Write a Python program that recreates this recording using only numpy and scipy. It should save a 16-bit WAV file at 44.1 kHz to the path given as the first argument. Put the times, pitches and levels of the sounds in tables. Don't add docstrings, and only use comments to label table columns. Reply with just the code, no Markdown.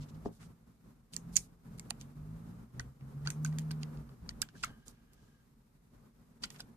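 import sys
import numpy as np
from scipy import signal
from scipy.fft import rfft, irfft
from scipy.io import wavfile

SR = 44100
rng = np.random.default_rng(int(sys.argv[2]) if len(sys.argv) > 2 else 0)


def wrap_up_sound(samples):
    columns = np.atleast_2d(samples).T
    tamed = np.clip(columns, -1, 1)
    steps = np.round(tamed * 32767).astype(np.int16)
    wavfile.write(sys.argv[1], SR, steps)


def volts(x):
    e = np.asarray(x, float) / 20
    return 10 ** e


N = 298116


def rms_one(x):
    return x / np.sqrt(np.mean(x ** 2) + 1e-20)


def peak_one(x):
    return x / np.abs(x).max(-1, keepdims=True)


def add(out, sound, start_s):
    i = round(start_s * SR)
    out[..., i:i + sound.shape[-1]] += sound[..., :N - i]


def in_time(rows):
    s, *columns = np.transpose(rows)
    return [np.interp(np.arange(N) / SR, s, column) for column in columns]


def at_hz(points, hz):
    point_hz, point_db = np.transpose(points)
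    return np.interp(np.log(hz), np.log(point_hz), point_db)


def humps(rows, width_s):
    t = np.arange(0, N, 32) / SR
    total_db = sum(db * np.clip(1 - abs(t - s) / width_s / 2, 0, 1) for s, db in rows)
    return np.interp(np.arange(N) / SR, t, total_db)


def drift(rate_hz):
    r = np.exp(-80 * np.pi * rate_hz / SR)
    slow = signal.lfilter([1], [1, -2 * r, r * r], rng.standard_normal(N // 40 + 2002))[2000:]
    return np.interp(np.arange(N) / 40, np.arange(len(slow)), rms_one(slow))


def ring(clicks, hz, t60_s):
    r, w = volts(-60 / (t60_s * SR)), 2 * np.pi * hz / SR
    return signal.lfilter([0, np.sin(w)], [1, -2 * r * np.cos(w), r * r], clicks + 1e-18)


# start in seconds, hold in seconds, lift in dB.
OPENINGS = [(0, 0.3, 13), (0.404, 0.1, 10), (0.677, 0.02, 7), (0.853, 0.037, 9), (1.143, 0.26, 12.5),
            (1.398, 0.14, 7.5), (1.657, 0.44, 11.5), (2.17, 0.46, 12), (2.75, .12, 13.5),
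            (3.022, 0.31, 13.5), (3.265, 0.74, 16.5), (4.024, 0.11, 12), (4.23, 0.2, 12.5),
            (4.551, 0.02, 12), (4.625, 0.091, 12.5), (4.88, 0.018, 11), (4.732, 0.068, 5.5), (5.12, .16, 4),
            (5.317, 0.317, -1.5), (5.7, 0.16, -5), (5.938, 0.13, 8), (6.193, 0.032, 5), (6.425, 0.04, 12.5),
            (6.5, .07, 8.5), (6.566, 0.17, 9.5), (0.922, 0.089, 3.5), (1.56, 0.07, 2.5), (2.66, .06, 4),
            (2.93, .06, 2.5), (4.15, 0.056, 6), (.55, .08, 3), (4.45, 0.056, 3), (4.983, 0.055, 3),
            (6.288, 0.092, 3.5)]


def suppressor():
    open_db_per_s, close_db_per_s, usual_lift_db = 352, 160, 12
    t = np.arange(0, N, 32) / SR
    s, hold_s, lift_db = np.transpose(OPENINGS)[..., None]
    before_s = np.clip(s - t, 0, None)
    after_s = np.clip(t - s - hold_s, 0, None)
    loss_db = open_db_per_s * before_s + close_db_per_s * after_s
    highest_db = np.clip(lift_db - loss_db, 0, None).max(0)
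    return np.interp(np.arange(N) / SR, t, highest_db - usual_lift_db)


# time in seconds, firing rate in Hz, level in dB.
ENGINE = [(0.0, 47.5, -43.5), (0.27, 55, -51), (0.9, 57.25, -56.5), (1.09, 40.2, -56.5), (1.35, 43.3, -53),
          (1.62, 43.2, -52), (1.82, 42.5, -50), (2.07, 47.3, -50), (2.28, 52.3, -45), (2.61, 59, -53),
          (2.79, 62.6, -48), (3.03, 67.5, -45.5), (3.41, 76.3, -43), (3.65, 78, -43), (4.01, 74.1, -52.5),
          (4.22, 56.9, -54.5), (4.86, 58.7, -65.5), (6.76, 61, -64)]
# frequency in Hz, gain in dB.
BOOM = [(40, -8), (75, -14.5), (105, -3.5), (125, -2), (150, 9.5), (172, 3.5), (190, -14), (210, -10),
        (228, -8.5), (250, -17), (450, -41.5)]
# time in seconds, depth in dB.
NULLS = [(.08, 15), (.23, 7.5), (.44, 1), (1.28, -5), (1.76, 0), (1.86, 10.5), (1.96, 6.5), (2.12, 3.5),
         (2.25, 2.5), (2.52, -2.5), (2.841, 7.5), (3.108, 12), (3.33, 11), (3.65, 5), (3.92, 5),
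         (4.37, 14.5), (1.55, 5), (2.4, 4), (2.7, 6), (2.97, 6), (4.08, 8), (1.2, 3)]


def engine(lift_db):
    rough, wander_rad = 0.09, 0.25
    even_orders_db, first_order_db = 3.5, 4.5
    null_s, lift_share = 0.03, 1.5
    port_phase_rad = 0.11 * np.array([[1], [-1]])
    hz, level_db = in_time(ENGINE)
    level_db = level_db + lift_share * lift_db - humps(NULLS, null_s)
    turn_rad = 2 * np.pi * np.cumsum(hz) / SR
    weights = []
    for k in range(1, 7):
        order_db = at_hz(BOOM, k * hz) + even_orders_db * (k % 2 == 0) + first_order_db * (k == 1)
        weights.append(volts(order_db))
    weights = np.array(weights)
    weights = weights / np.sqrt(np.sum(weights[1:4] ** 2, 0) / 2)
    orders = np.zeros((2, N))
    for k, weight in enumerate(weights, 1):
        phase_rad = k * turn_rad + wander_rad * drift(2) + port_phase_rad
        orders += weight * (1 + rough * drift(8.2)) * np.sin(phase_rad)
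    return volts(level_db) * orders * volts([[-.3], [.3]])


# frequency in Hz, likeness from 0 to 1.
LIKENESS = [(60, 0.84), (180, 0.98), (330, .7), (540, 0.18), (1640, 0.052), (4940, 0.025), (14900, 0.023)]


def coloured(white, spectrum, low_hz, high_hz):
    hz = np.fft.rfftfreq(N, 1 / SR) + 0.0012
    inside = (hz > spectrum[0][0]) & (hz < spectrum[-1][0])
    mid, side = rfft(white) * volts(at_hz(spectrum, hz)) * inside
    alike = at_hz(LIKENESS, hz)
    pair = np.sqrt(1 + alike) * mid + np.sqrt(1 - alike) * side * [[1], [-1]]
    in_band = irfft(pair.mean(0) * (hz > low_hz) * (hz < high_hz), N)
    return irfft(pair, N) / np.std(in_band)


# frequency in Hz, density in dB per Hz.
RUMBLE = [(6, -13.5), (15, -13.5), (36, -28), (48, -2), (58, -1), (72, -9), (90, -13.5), (130, -39)]
# frequency in Hz, density in dB per Hz.
TRAFFIC = [(95, -10), (115, -9.5), (150, -7), (195, -13.5), (230, -4.5), (255, -13.5), (278, -14),
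           (310, -22), (400, -20), (630, -28), (1100, -28.5), (1300, -29), (1850, -39.5), (3500, -53.5)]
# frequency in Hz, density in dB per Hz.
HISS = [(880, -27), (1500, -4), (2260, -6), (2490, -7.5), (3430, -10), (3640, -8), (14100, -10),
        (15300, -17)]
# frequency in Hz, density in dB per Hz.
TREMOR = [(20, -24), (32, -20), (39, 0.5), (46, -3), (54, -30.5)]
# time in seconds, lift in dB.
BUMPS = [(.16, 12), (.3, 5), (.49, 9), (.87, -1), (1.35, 5), (2.22, 10.5), (2.36, 10), (2.6, 7), (2.78, 11),
         (2.88, 6.5), (3.3, 11.5), (3.99, 12), (4.23, 12), (4.33, 6.5), (4.41, 12), (4.64, 8.5), (4.72, 8)]
# time in seconds, lift of the tremor in dB.
LEANS = [
    (.05, 10),
    (1.3, 9),
    (1.9, 0),
    (4.0, 5),
    (4.38, 8.5),
    (4.66, 12),
    (4.85, 11),
    (6.0, 6),
    (6.45, 12),
    (6.65, 6),
]


def background(lift_db):
    near_db = in_time(ENGINE)[1]
    white = rng.standard_normal((4, 2, N))
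    flicker = volts(1.2 * drift(16.0))
    rumble_db = -65 + 0.76 * np.minimum(lift_db, -1.5) + humps(BUMPS, 0.054)
    rumble_db += 0.19 * (near_db - near_db.mean()) + 1.2 * drift(6.1)
    traffic_db = -67 + 1.05 * lift_db
    hiss_db = -82.5 + 0.61 * np.maximum(lift_db, -10.5)
    tremor_db = -73.5 + humps(LEANS, 0.052)
    rumble = volts(rumble_db) * coloured(white[0], RUMBLE, 30, 90)
    traffic = volts(traffic_db) * coloured(white[1], TRAFFIC, 302.5, 1100)
    hiss = volts(hiss_db) * coloured(white[2], HISS, 10000, 14016)
    tremor = volts(tremor_db) * coloured(white[3], TREMOR, 12, 50)
    return tremor + rumble + flicker * (traffic + hiss)


# start in seconds, length in seconds, level in dB, centre in Hz.
RUSTLES = [(0, 0.055, -61.5, 4000), (0.08, 0.032, -65, 4670), (0.14, 0.024, -70.5, 3500),
           (0.243, 0.046, -65, 4240), (0.309, 0.092, -70.5, 6240), (0.388, 0.095, -65.5, 5500),
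           (0.392, 0.062, -63.5, 1250), (3.005, 0.015, -68, 893), (1.121, 0.043, -57.5, 6430),
           (1.316, 0.1, -58, 6720), (1.373, 0.11, -64.5, 6720), (1.774, 0.018, -65.5, 6970),
           (1.903, 0.014, -60, 6430), (1.993, 0.044, -62, 4960), (2.801, 0.012, -58, 4950),
           (3.244, 0.032, -62, 4500), (3.452, 0.038, -62.5, 8030), (3.592, 0.049, -67.5, 7000),
           (3.803, 0.045, -67.5, 4000), (4.287, 0.033, -62, 5010), (4.543, 0.12, -64, 4450),
           (4.626, 0.015, -46.5, 4900), (4.852, 0.075, -61.5, 6740), (4.67, 0.48, -82, 3630),
           (5.102, 0.23, -78, 4400), (6.417, 0.043, -52.5, 4460), (6.497, 0.09, -64.5, 6950),
           (6.539, 0.043, -61, 1500), (6.581, 0.051, -59, 5030), (3.814, .03, -69, 11000),
           (3.425, .02, -68.5, 9000), (1.896, .01, -63, 6000), (6.565, 0.033, -73, 9000),
           (5.125, .03, -71, 9020), (5.15, 0.37, -83.5, 4300), (4.751, .5, -83.5, 1600)]


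def rustles():
    slips_per_s, uneven_db, octaves, pan_db = 5000, 2.0, 0.83, -2
    out = np.zeros((2, N))
    draws = rng.random((40, 3, 2, SR // 2))
    for (s, length_s, db, hz), (when, size, sign) in zip(RUSTLES, draws):
        n = max(round(length_s * SR), 64)
        height = volts(-uneven_db * np.log(size + 0.01105))
        slips = ((when < slips_per_s / SR) * height * (sign - .5))[:, :n]
        edges_hz = [hz / 2 ** octaves, min(hz * 2 ** octaves, 15500)]
        rub = signal.sosfilt(signal.butter(2, edges_hz, "band", fs=SR, output="sos"), slips + 1e-18)
        u = np.arange(n) / n
        stroke = np.minimum(1, 3.5 * u) * np.minimum(1, 2.5 * (1 - u))
        add(out, volts(db) * rms_one(rub) * stroke * volts([[pan_db / 2], [-pan_db / 2]]), s)
    return out


# time in seconds, peak in dB.
BOX_DOWN = [
    (0.2509, -37),
    (0.258, -20),
    (0.2866, -38),
    (0.31, -43),
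]
# frequency in Hz, level in dB, t60 in seconds.
BOX = [(231, 8, 0.105), (304, 1, 0.077), (401, 8.5, 0.053), (517, 2.5, 0.041), (735, 14.5, 0.0093),
       (810, -19, 0.058), (910, -13, 0.086), (1250, 2.5, 0.013), (1600, -1, 0.016), (1900, 7, 0.015)]


def box():
    blow, panels = np.zeros(N), np.zeros(N)
    for s, db in BOX_DOWN:
        add(blow, volts(db - 44.5) * np.hanning(40), s)
    for k, (hz, db, t60_s) in enumerate(BOX):
        panels += (-1) ** k * volts(db) * ring(blow, hz, t60_s)
    return panels * volts([[1.2], [-1.2]])


# low Hz, high Hz, t60 in seconds, wash in dB,
# wash t60 in seconds.
FACES = [(2000, 5500, 0.002, -22.5, 0.13), (4000, 6700, 0.0042, -22.5, 0.049),
         (5360, 9900, 0.0039, -27, .13), (9200, 16000, 0.00083, -21.5, .075)]
# start in seconds, knock in Hz, ring in Hz,
# crack in ms, wash in dB.
GRIPS = [(0, 3270, 6900, .6, 2), (1.12, 3520, 8400, 0.96, 3.5), (1.155, 3800, 6950, 0.62, 0),
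         (1.35, 2600, 6850, .4, -2), (1.77, 2400, 7330, 0.86, -0.5), (1.89, 3200, 7430, 0.67, -14),
         (2, 3660, 6770, 0.77, 3), (2.78, 3590, 6140, 1.04, -1.5), (3.25, 2620, 6050, 1.3, 4.5),
         (3.29, 2500, 6350, 1, 5.5), (3.43, 2360, 6480, 1.2, 5.5), (3.51, 2400, 6500, 0.75, 0),
         (3.57, 3300, 6940, 1.16, 2), (3.7, 2500, 8400, 0.86, -0.5), (3.82, 3100, 6800, 1.3, -6),
         (3.95, 2594, 6900, 0.52, 0), (4.27, 3600, 5900, 0.78, -4), (4.4, 3540, 7780, .8, -4.5),
         (4.47, 3100, 6900, .6, 3.5), (4.62, 4400, 7600, 1, -3), (4.634, 2300, 7600, 0.82, 3),
         (4.642, 2300, 6750, 0.67, 1.5), (4.86, 2600, 6900, 0.76, -4), (6.42, 3300, 7100, 1.15, -4.5),
         (6.451, 3400, 7550, .6, 5), (6.49, 3620, 6980, 1.2, 4.5), (6.59, 3720, 5970, 1.05, -4.5)]
# time in seconds, ring in dB, pin in dB re ring, edge in dB re ring,
# left-right in dB.
METAL = [(1.1647, -29, -5.5, -6.5, -17), (1.3573, -26.5, -16, -24, -17), (1.3628, -24, -17, -15, -12),
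         (1.3655, -29, -16, -11, -24), (1.3666, -12.5, -19.5, -11, -14), (1.3684, -20, -19, -7, -7),
         (1.372, -24.5, 1, -10, -6), (1.7957, -33.5, -6, -5.5, -2), (3.273, -32, 5, -21.5, -5.5),
         (3.4523, -42.5, -1, -12, 0), (3.7136, -42.5, 6, 3.5, -4.5), (3.7183, -56, 10.5, -2, -14),
         (4.092, -74, 15, 0, -1), (4.2912, -42, 14.5, -7.5, 2), (4.4175, -24, -0.5, 2, -11.5),
         (4.8809, -39.5, -10, -7.5, -10), (6.435, -46.5, 12.5, -4, 14), (6.6038, -44.5, 10, 2.5, -5.5)]
TURNING = [(.2585, -65, 6, -6, 2), (1.1354, -43, 2, 0, 6), (1.1414, -38, -13, -13, -8),
           (1.9026, -47, -8, 4, -19), (1.906, -28, -5, -7, -20), (2.0119, -41, -5.5, -8.5, -9.5),
           (6.4386, -42.5, 12.5, -13, 9), (6.4388, -41.5, 3.5, -25, -22.5), (6.4428, -44, 2.5, -10, -21.5),
           (6.4558, -45, -13, -2, -7), (6.503, -43.5, -1.5, -2, -8.5), (6.561, -65, 13, -1, 7),
           (6.6083, -51, 8, -6, -4.5)]
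FITTING = [(2.7962, -34, -4, -24, -15), (3.303, -27.5, -12, -8.5, -5.5), (3.4477, -31, -22, -10.5, -17),
           (3.461, -44, 0, -15, 1), (3.5265, -60.5, 3, -11, -5), (3.5854, -33, -5.5, -4.5, -3.5),
           (3.594, -45, -8, -4, -11), (3.7089, -51, 11.5, -6, -5), (3.8313, -41, 3.5, -8.5, -6),
           (3.9728, -61.5, 6, -8, 2), (4.4200, -28, -3, -0.5, -7), (4.488, -63.5, 12.5, -8, -5.5),
           (4.6356, -32.5, 4, -19, 1), (4.6457, -31, -12, -3, -9.5), (5.1335, -62, -2.5, 4.5, -11.5)]
MORE_TAPS = [(1.3601, -33, -12, -13, -14), (1.3675, -15.5, -19, -14, -15.5), (1.785, -54, -1, 2, -1),
             (3.2617, -50.5, 0.5, -14.5, -6), (4.423, -34.5, 0, -3.5, -5.5), (4.631, -48, 10, -10, -5),
             (4.6388, -40, 7.5, -10, -3), (6.437, -45.5, 9, -13, -6), (6.4418, -43, 7, -8, -6),
             (6.448, -51, 12, -8, -1), (3.4495, -42.5, -2.5, -4, -6), (1.3634, -21, -14, -15, -13),
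             (1.3757, -33, -8, -8, -10), (1.3785, -35, -8, -8, -10), (.428, -64, 3, -8, 0),
             (6.452, -56, 10, -10, -4), (4.4275, -46, 3, -3, -5)]


def ticks():
    alike, ringing = 0.67, 6.0
    scuff_s, scuff_db = 0.003006, -7
    pin_hz, edge_hz = 4680, 9500
    metal_knock_db, plastic_knock_db = -8.5, 1.83
    pan_shares = np.array([0.56, 1, 1, 1])
    out, lead = np.zeros((2, N)), SR // 50
    t = (np.arange(SR // 7) - lead) / SR
    after_s = np.clip(t, 0, None)
    bands = [signal.butter(2, face[:2], "band", fs=SR, output="sos") for face in FACES]
    noises = rng.standard_normal((64, 2, 2, len(t)))
    noises[:, 1] **= 3
    contacts = METAL + TURNING + FITTING + MORE_TAPS
    for k, (contact, ((a, b), grit)) in enumerate(zip(contacts, noises)):
        s, db, pin_db, edge_db, pan_db = contact
        _, knock_hz, ring_hz, crack_ms, loose_db = [grip for grip in GRIPS if grip[0] <= s][-1]
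        knock_db = pin_db + (metal_knock_db if k < len(METAL) else plastic_knock_db)
        crack = np.array([alike * a + np.sqrt(1 - alike ** 2) * b, a])
        crack = crack * np.exp(-after_s / crack_ms * 1000) * (t >= 0)
        levels_db = knock_db, pin_db, 0, edge_db
        modes_hz = knock_hz, pin_hz, ring_hz, edge_hz
        pans_db = pan_db * pan_shares
        for band, face, face_db, hz, pan in zip(bands, FACES, levels_db, modes_hz, pans_db):
            _, _, t60_s, wash_db, wash_t60_s = face
            struck = peak_one(crack) + ringing * peak_one(ring(crack, hz, t60_s))
            direct = peak_one(signal.sosfilt(band, struck)) * volts([[pan / 2], [-pan / 2]])
            wash = rms_one(signal.sosfilt(band, grit + .035 * ring(grit, hz, 4 * t60_s)))
            scuff_rise = volts(scuff_db) * np.exp(t / scuff_s)
            wash = wash * np.where(t < 0, scuff_rise, volts(-60 * after_s / wash_t60_s))
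            wash = volts(wash_db + loose_db + 0.28 * abs(pan)) * wash
            add(out, volts(db + face_db + 1) * (direct + wash), s - lead / SR)
    return out


# time in seconds, peak in dB, ring in Hz, dry knock re ring (ratio).
THUDS = [(1.1658, -51, 1880, 2.6), (1.3694, -48, 2020, 1.3), (1.795, -49.5, 2155, 3.5),
         (1.9058, -42, 1900, 3.3), (1.9067, -40.5, 887, 2.5), (2.7943, -39.5, 1854, 0.2),
         (2.7978, -41.5, 1453, .3), (3.2512, -51, 1890, 0.66), (3.2588, -45.5, 1330, 1.2),
         (3.271, -35, 1463, 0.46), (3.3013, -49, 1550, 1.3), (3.448, -38.5, 1504, 0.42),
         (3.524, -58, 1949, .6), (3.583, -49.5, 1870, 1.7), (3.7082, -42.5, 1524, 1.4),
         (3.8303, -54, 2040, 1.7), (4.0912, -57, 1175, 2.3), (4.2902, -49, 1400, 1.9),
         (4.4169, -43, 1324, 1.6), (4.4258, -42, 1584, 0.2), (4.487, -56, 1610, 0.22),
         (4.551, -55, 1630, 0.19), (4.5623, -58, 1610, .2), (4.6347, -31, 1334, 0.042),
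         (4.6352, -40, 2000, 0.32), (6.434, -45, 1900, 0.99), (6.4393, -41, 1403, 0.68),
         (6.504, -52.5, 1900, 2.9), (6.5963, -48.5, 1670, 2.6), (6.6016, -42.5, 1520, 2.7),
         (4.261, -57, 995, 2.1), (4.305, -55.5, 1900, .6), (4.6385, -38, 1250, .1), (.428, -60, 1400, 1.5),
         (3.009, -60, 900, 2), (4.6455, -44, 2180, 0.4), (3.2797, -43.5, 1500, 0.72),
         (3.285, -52, 1330, .5)]


def thuds():
    rattle_s, t60_s = 0.0012, 0.013
    out, t = np.zeros((2, N)), np.arange(SR // 8) / SR
    rattles = rng.standard_normal((40, 3, len(t))) * t * np.exp(-t / rattle_s)
    knock_band = signal.butter(2, [550, 2800], "band", fs=SR, output="sos")
    for (s, db, hz, dry_ratio), (common, *own) in zip(THUDS, rattles):
        rattle = common + 0.27 * np.array(own)
        shell = ring(np.diff(rattle, prepend=0), hz, 0.008)
        shell = ring(shell, hz, t60_s)
        knock = peak_one(signal.sosfilt(knock_band, rattle))
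        add(out, volts(db + 3.5) * peak_one(peak_one(shell) + dry_ratio * knock), s)
    return out


# frequency in Hz, level in dB, t60 in seconds.
SOCKET = [(1250, -10.5, .03), (1624, -3, 0.039), (3050, -8, .02), (4400, -17, 0.01)]


def slide():
    push_s, push_hold_s, push_db, push_fade_db_per_s = 4.652, 0.015, -60, 190
    creep_db, creep_end_s = -80, 5.4
    slips = volts(3.0 * np.minimum(rng.exponential(1, N), 4))
    slips = slips * (rng.random(N) < 400 / SR) * rng.choice([-1, 1], N)
    t = np.arange(N) / SR - push_s
    push = volts(push_db - push_fade_db_per_s * np.clip(t - push_hold_s, 0, None))
    creep = volts(creep_db) * np.clip((creep_end_s - push_s - t) / 0.1 + 1, 0, 1)
    onset = np.clip(t / 0.02 + 1, 0, 1)
    murmur = sum(volts(db) * ring(slips, hz, t60_s) for hz, db, t60_s in SOCKET)
    return (push + creep) * onset * rms_one(murmur)


def room(x):
    t60_s, level_db, wall_cut_hz = 0.1, -26.5, 2700
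    t = np.arange(SR // 3) / SR
    echo = rng.standard_normal((2, len(t))) * volts(-60 * t / t60_s) * (t > .002)
    echo = signal.sosfilt(signal.butter(1, wall_cut_hz, fs=SR, output="sos"), echo)
    echo = echo / np.linalg.norm(echo[0])
    return volts(level_db) * signal.fftconvolve(x, echo, axes=1)[:, :N] * 4


def scene():
    shell_room_db, port_lag_s = -4.5, 0.00012
    shells, on_table = thuds(), box() + slide()
    echoes = room(volts(shell_room_db) * shells + on_table)
    hands = ticks() + rustles() + shells + on_table + echoes
    hands[0] = np.roll(hands[0], round(port_lag_s * SR))
    lift_db = suppressor()
    return hands + engine(lift_db) + background(lift_db)


def roll_off(x):
    return signal.sosfilt(signal.butter(12, 15490, fs=SR, output="sos"), x)


def record(dry):
    edge = signal.ellip(7, .5, 27, 14600, fs=SR, output="sos")
    mix = signal.sosfilt(edge, dry)
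    return roll_off(mix)


dry = scene()
out = record(dry)
wrap_up_sound(out)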